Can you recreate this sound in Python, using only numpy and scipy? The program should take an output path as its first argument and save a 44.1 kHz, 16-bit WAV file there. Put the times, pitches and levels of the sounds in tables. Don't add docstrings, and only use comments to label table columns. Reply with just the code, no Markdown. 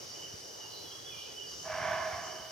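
import sys
import numpy as np
from scipy import signal
from scipy.fft import rfft, irfft, next_fast_len
from scipy.io import wavfile
from scipy.ndimage import uniform_filter1d

SR = 44100
rng = np.random.default_rng(int(sys.argv[2]) if len(sys.argv) > 2 else 0)


def bounce(signal):
    frames = np.transpose(np.atleast_2d(signal))
    limited = np.clip(frames, -1, 1)
    pcm = np.round(limited * 32767).astype(np.int16)
    wavfile.write(sys.argv[1], SR, pcm)


def gain_from_db(level_db):
    decades = np.asarray(level_db, float) / 20
    return 10 ** decades


N = 110691

# time in seconds, level in dB.
BARK_EFFORT = [
    (1.62, -61),
    (1.66, -44.5),
    (1.705, -40),
    (1.76, -39.5),
    (1.84, -38.5),
    (1.93, -37),
    (2.01, -44),
    (2.14, -45),
    (2.3, -56.5),
]
# centre in Hz, width in Hz, level in dB.
THROAT_RESONANCES = [(647, 56, 2.5), (756, 140, -2.5), (1015, 250, 0.5), (1214, 260, -2), (1557, 290, -1.5),
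                     (1748, 220, -1), (2140, 290, -4.5), (2330, 130, -9.5), (2750, 1200, -5.5)]
# start in seconds, length in seconds, start pitch in Hz, end pitch in Hz, level in dB.
BIRD_NOTES = [
    (0.573, 0.11, 2958, 2830, -53.5),
    (0.692, .13, 4096, 4030, -51.5),
    (0.823, .15, 3430, 3247, -50.5),
    (0.968, 0.18, 3380, 3362, -52),
    (1.093, 0.079, 2640, 2373, -51),
    (1.205, .06, 2400, 2374, -68),
    (1.258, 0.032, 2760, 2460, -58),
    (1.34, 0.0924, 3117, 2881, -47),
]
# centre in Hz, width in Hz, level in dB, flicker in dB,
# left-right likeness from 0 to 1, lean to the left in dB.
INSECT_CHORUSES = [(2975, 174, -55, -2.5, 0.76, -3.5), (4674, 223, -58, 1.5, 0.63, -4),
                   (5605, 1180, -49.5, -0.4, 0.58, 0.1), (6250, 1230, -64.5, 4, 0.25, 3)]
# time in seconds, level in dB.
CICADA_SWELL = [
    (0.0, -48.5),
    (0.71, -50),
    (1.46, -50),
    (1.5, -46.5),
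    (2.03, -49),
    (2.27, -47),
    (2.5, -51),
    (2.51, -46),
]
# time in seconds, level in dB, pitch in Hz, decay in seconds.
FINGER_KNOCKS = [
    (0.339, -37.5, 130, 0.0011),
    (1.713, -48.5, 91.5, .009),
    (1.818, -45, 85.3, 0.0049),
    (1.915, -46, 100, 0.0078),
    (2.128, -49, 90, 0.0073),
    (2.167, -47, 111, .007),
    (2.402, -54, 71, 0.0077),
]
# frequency in Hz, density in dB per Hz.
AIR_COLOUR = [(15, -59), (25, -46.5), (85, -1), (200, -7.5), (225, -29.5), (338, 3.5), (642, -7.5),
              (1290, -11), (2600, -17), (3380, -49), (5720, -120)]
# frequency in Hz, density in dB per Hz.
HISS_COLOUR = [(2000, -55), (3600, 6), (5000, -4.5), (7500, -9), (9000, -1.5), (12000, -9), (15000, -8)]
# frequency in Hz, left-right likeness from -1 to 1.
NOISE_LIKENESS = [(60, 0.41), (300, 0.14), (700, 0.24), (1400, -0.28), (3000, 0.39), (8000, -0.27),
                  (13000, -0.21)]

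AIR_PAN_DB = -1.3


def level(x, db):
    return x * gain_from_db(db) / np.sqrt(np.mean(x ** 2))


def ring(x, hz, width_hz, order=2):
    size = next_fast_len(N)
    f = np.arange(size // 2 + 1) * SR / size + 1e-3
    detune = (f / hz - hz / f) * hz / width_hz
    return irfft(rfft(x, size) / (1 + 1j * detune) ** order, size)[..., :N]


def curve(table, hz):
    table_hz, value = np.array(table).T
    return np.interp(np.log(hz), np.log(table_hz), value)


def walk(rate):
    hold = int(SR / rate)
    steps = rng.standard_normal(N // 256)[:N // hold + 1]
    drift = np.repeat(steps, hold)[:N]
    drift = uniform_filter1d(uniform_filter1d(drift, hold), hold)
    return (drift - drift.mean()) / drift.std()


def pair(alike):
    mid, side = rng.standard_normal((2, N))
    c = np.clip(alike, -1, 1)
    return np.sqrt((1 + c) / 2) * mid + np.sqrt((1 - c) / 2) * side * np.array([[1], [-1]])


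def pan(x, db):
    return x * gain_from_db(np.array([[db / 2], [-db / 2]]))


def fold_slaps(t):
    pitch_hz, sag_hz_per_s, jitter, scatter_db = 91, 4, 0.06, 1.5
    chance = rng.standard_normal((100, 2))
    start = BARK_EFFORT[0][0]
    at, times = start, []
    for c in chance[:, 0]:
        times.append(at)
        hz = max(pitch_hz - sag_hz_per_s * (at - start), 30)
        at += np.clip(1 + jitter * c, 0.4, 2) / hz
    times = np.array(times)
    keep = times < t[-1]
    slaps = np.zeros(N)
    slaps[(times[keep] * SR).astype(int)] = gain_from_db(scatter_db * chance[keep, 1])
    return slaps


def throat(source, slack_db):
    opening = 0.2
    out = 0
    for k, (hz, width_hz, db) in enumerate(THROAT_RESONANCES):
        gain = gain_from_db(db + opening * slack_db * np.log2(hz / 632)) * np.sqrt(100 / width_hz)
        out = out + (-1) ** k * gain * ring(source, hz, width_hz)
    return out / np.std(out[slack_db > -6])


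def howl(t):
    pitch_hz, wobble_hz, flicker_db = 632, 8, 4
    breaks_s, fade_db_per_s = 2.0, 60
    flicker = gain_from_db(flicker_db * walk(30.54))
    tone = flicker * np.sin(2 * np.pi * np.cumsum(pitch_hz + wobble_hz * walk(35)) / SR)
    return level(tone, -7 - fade_db_per_s * np.maximum(t - breaks_s, 0))


def deer():
    rasp, puff_s = 0.7, 0.009
    t = np.arange(N) / SR
    slaps = fold_slaps(t)
    puff = signal.lfilter([1], [1, -np.exp(-1 / (puff_s * SR))], slaps)
    breath = puff * rng.standard_normal(N)
    source = (1 - rasp) * level(slaps, 0) + rasp * level(breath, 0)
    times, effort_db = np.array(BARK_EFFORT).T
    slack_db = np.interp(t, times, effort_db) - effort_db.max()
    chest = level(ring(source, 114, 187), -22.5)
    effort = gain_from_db(np.interp(t, times, effort_db, left=-150, right=-150))
    effort = uniform_filter1d(effort, size=400)
    return effort * (throat(source, slack_db) + howl(t) + chest)


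def forest(x, wet_db, alike, share=1):
    t60_s, treble_t60_s, rise_s = 1.7, 1.26, 0.01
    t = np.arange(N) / SR / share
    noise = pair(alike)
    low = ring(noise, 470, 1200, order=1)
    tail = low * gain_from_db(-60 * t / t60_s) + (noise - low) * gain_from_db(-60 * t / treble_t60_s)
    tail = tail * (1 - np.exp(-t / rise_s))
    tail = tail / np.sqrt(np.sum(tail ** 2) / 2)
    return x + gain_from_db(wet_db) * signal.fftconvolve(x[None], tail, axes=1)[:, :N]


def bird():
    warble_hz, flutter_db = 70, 3
    t, out, warble = np.arange(N) / SR, 0, walk(85)
    for start, length, start_hz, end_hz, db in BIRD_NOTES:
        u = np.clip((t - start) / length, 0, 1)
        hz = end_hz + (start_hz - end_hz) * (1 - u) ** 1.927
        hz = hz + warble_hz * warble * (end_hz / 4000) ** 2
        breath = np.sin(np.pi * u ** 1.5) ** 0.7
        out = out + gain_from_db(db) * breath * np.sin(2 * np.pi * np.cumsum(hz) / SR)
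    return out * gain_from_db(flutter_db * walk(60.25))


def insects():
    swell_db = np.interp(np.arange(N) / SR, *np.array(CICADA_SWELL).T)
    swell_db = swell_db - swell_db.mean()
    out = 0
    for k, (hz, width_hz, db, flicker_db, alike, pan_db) in enumerate(INSECT_CHORUSES):
        crowd = level(ring(pair(alike), hz, 1.86 * width_hz, order=4), db)
        motion_db = flicker_db * walk(14.35)
        if k > 0:
            motion_db = motion_db + swell_db
        out = out + pan(crowd * gain_from_db(motion_db), pan_db)
    return out


def knocks():
    out = 0
    for start, db, hz, decay in FINGER_KNOCKS:
        t = np.maximum(np.arange(N) / SR - start, 0)
        thump = t / decay * np.exp(1 - t / decay)
        out = out - gain_from_db(db) * thump * np.sin(2 * np.pi * hz * t)
    return out


def noise_bed(colour, db, low_hz, count, flicker_db):
    out = 0
    for hz in low_hz * 2 ** (np.arange(count) / 2):
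        gain_db = curve(colour, hz) + 10 * np.log10(hz) + flicker_db * walk(16)
        band = ring(pair(curve(NOISE_LIKENESS, hz)), hz, hz / 2)
        out = out + level(band, 0) * gain_from_db(gain_db)
    return level(out, db)


def air():
    return pan(noise_bed(AIR_COLOUR, -52.5, 51.1, count=12, flicker_db=2.0), AIR_PAN_DB)


def camera_hiss():
    return pan(noise_bed(HISS_COLOUR, -55, 2820, count=6, flicker_db=1.4), 2)


def scene():
    bark = pan(forest(deer(), wet_db=1.5, alike=0.82), -3.5)
    song = pan(forest(bird(), wet_db=0.5, alike=0.5, share=0.84), -5.5)
    return bark + song + insects() + pan(knocks(), AIR_PAN_DB) + air()


def roll_off(x):
    return signal.sosfilt(signal.butter(12, 15680, fs=SR, output="sos"), x)


def record(dry):
    late = np.array([dry[0], np.roll(dry[1], shift=1)])
    late = late + camera_hiss()
    cut = signal.sosfilt(signal.butter(3, 56, "high", fs=SR, output="sos"), late)
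    cut = signal.sosfilt(signal.butter(4, 15300, fs=SR, output="sos"), cut)
    return roll_off(cut)


dry = scene()
out = record(dry)
bounce(out)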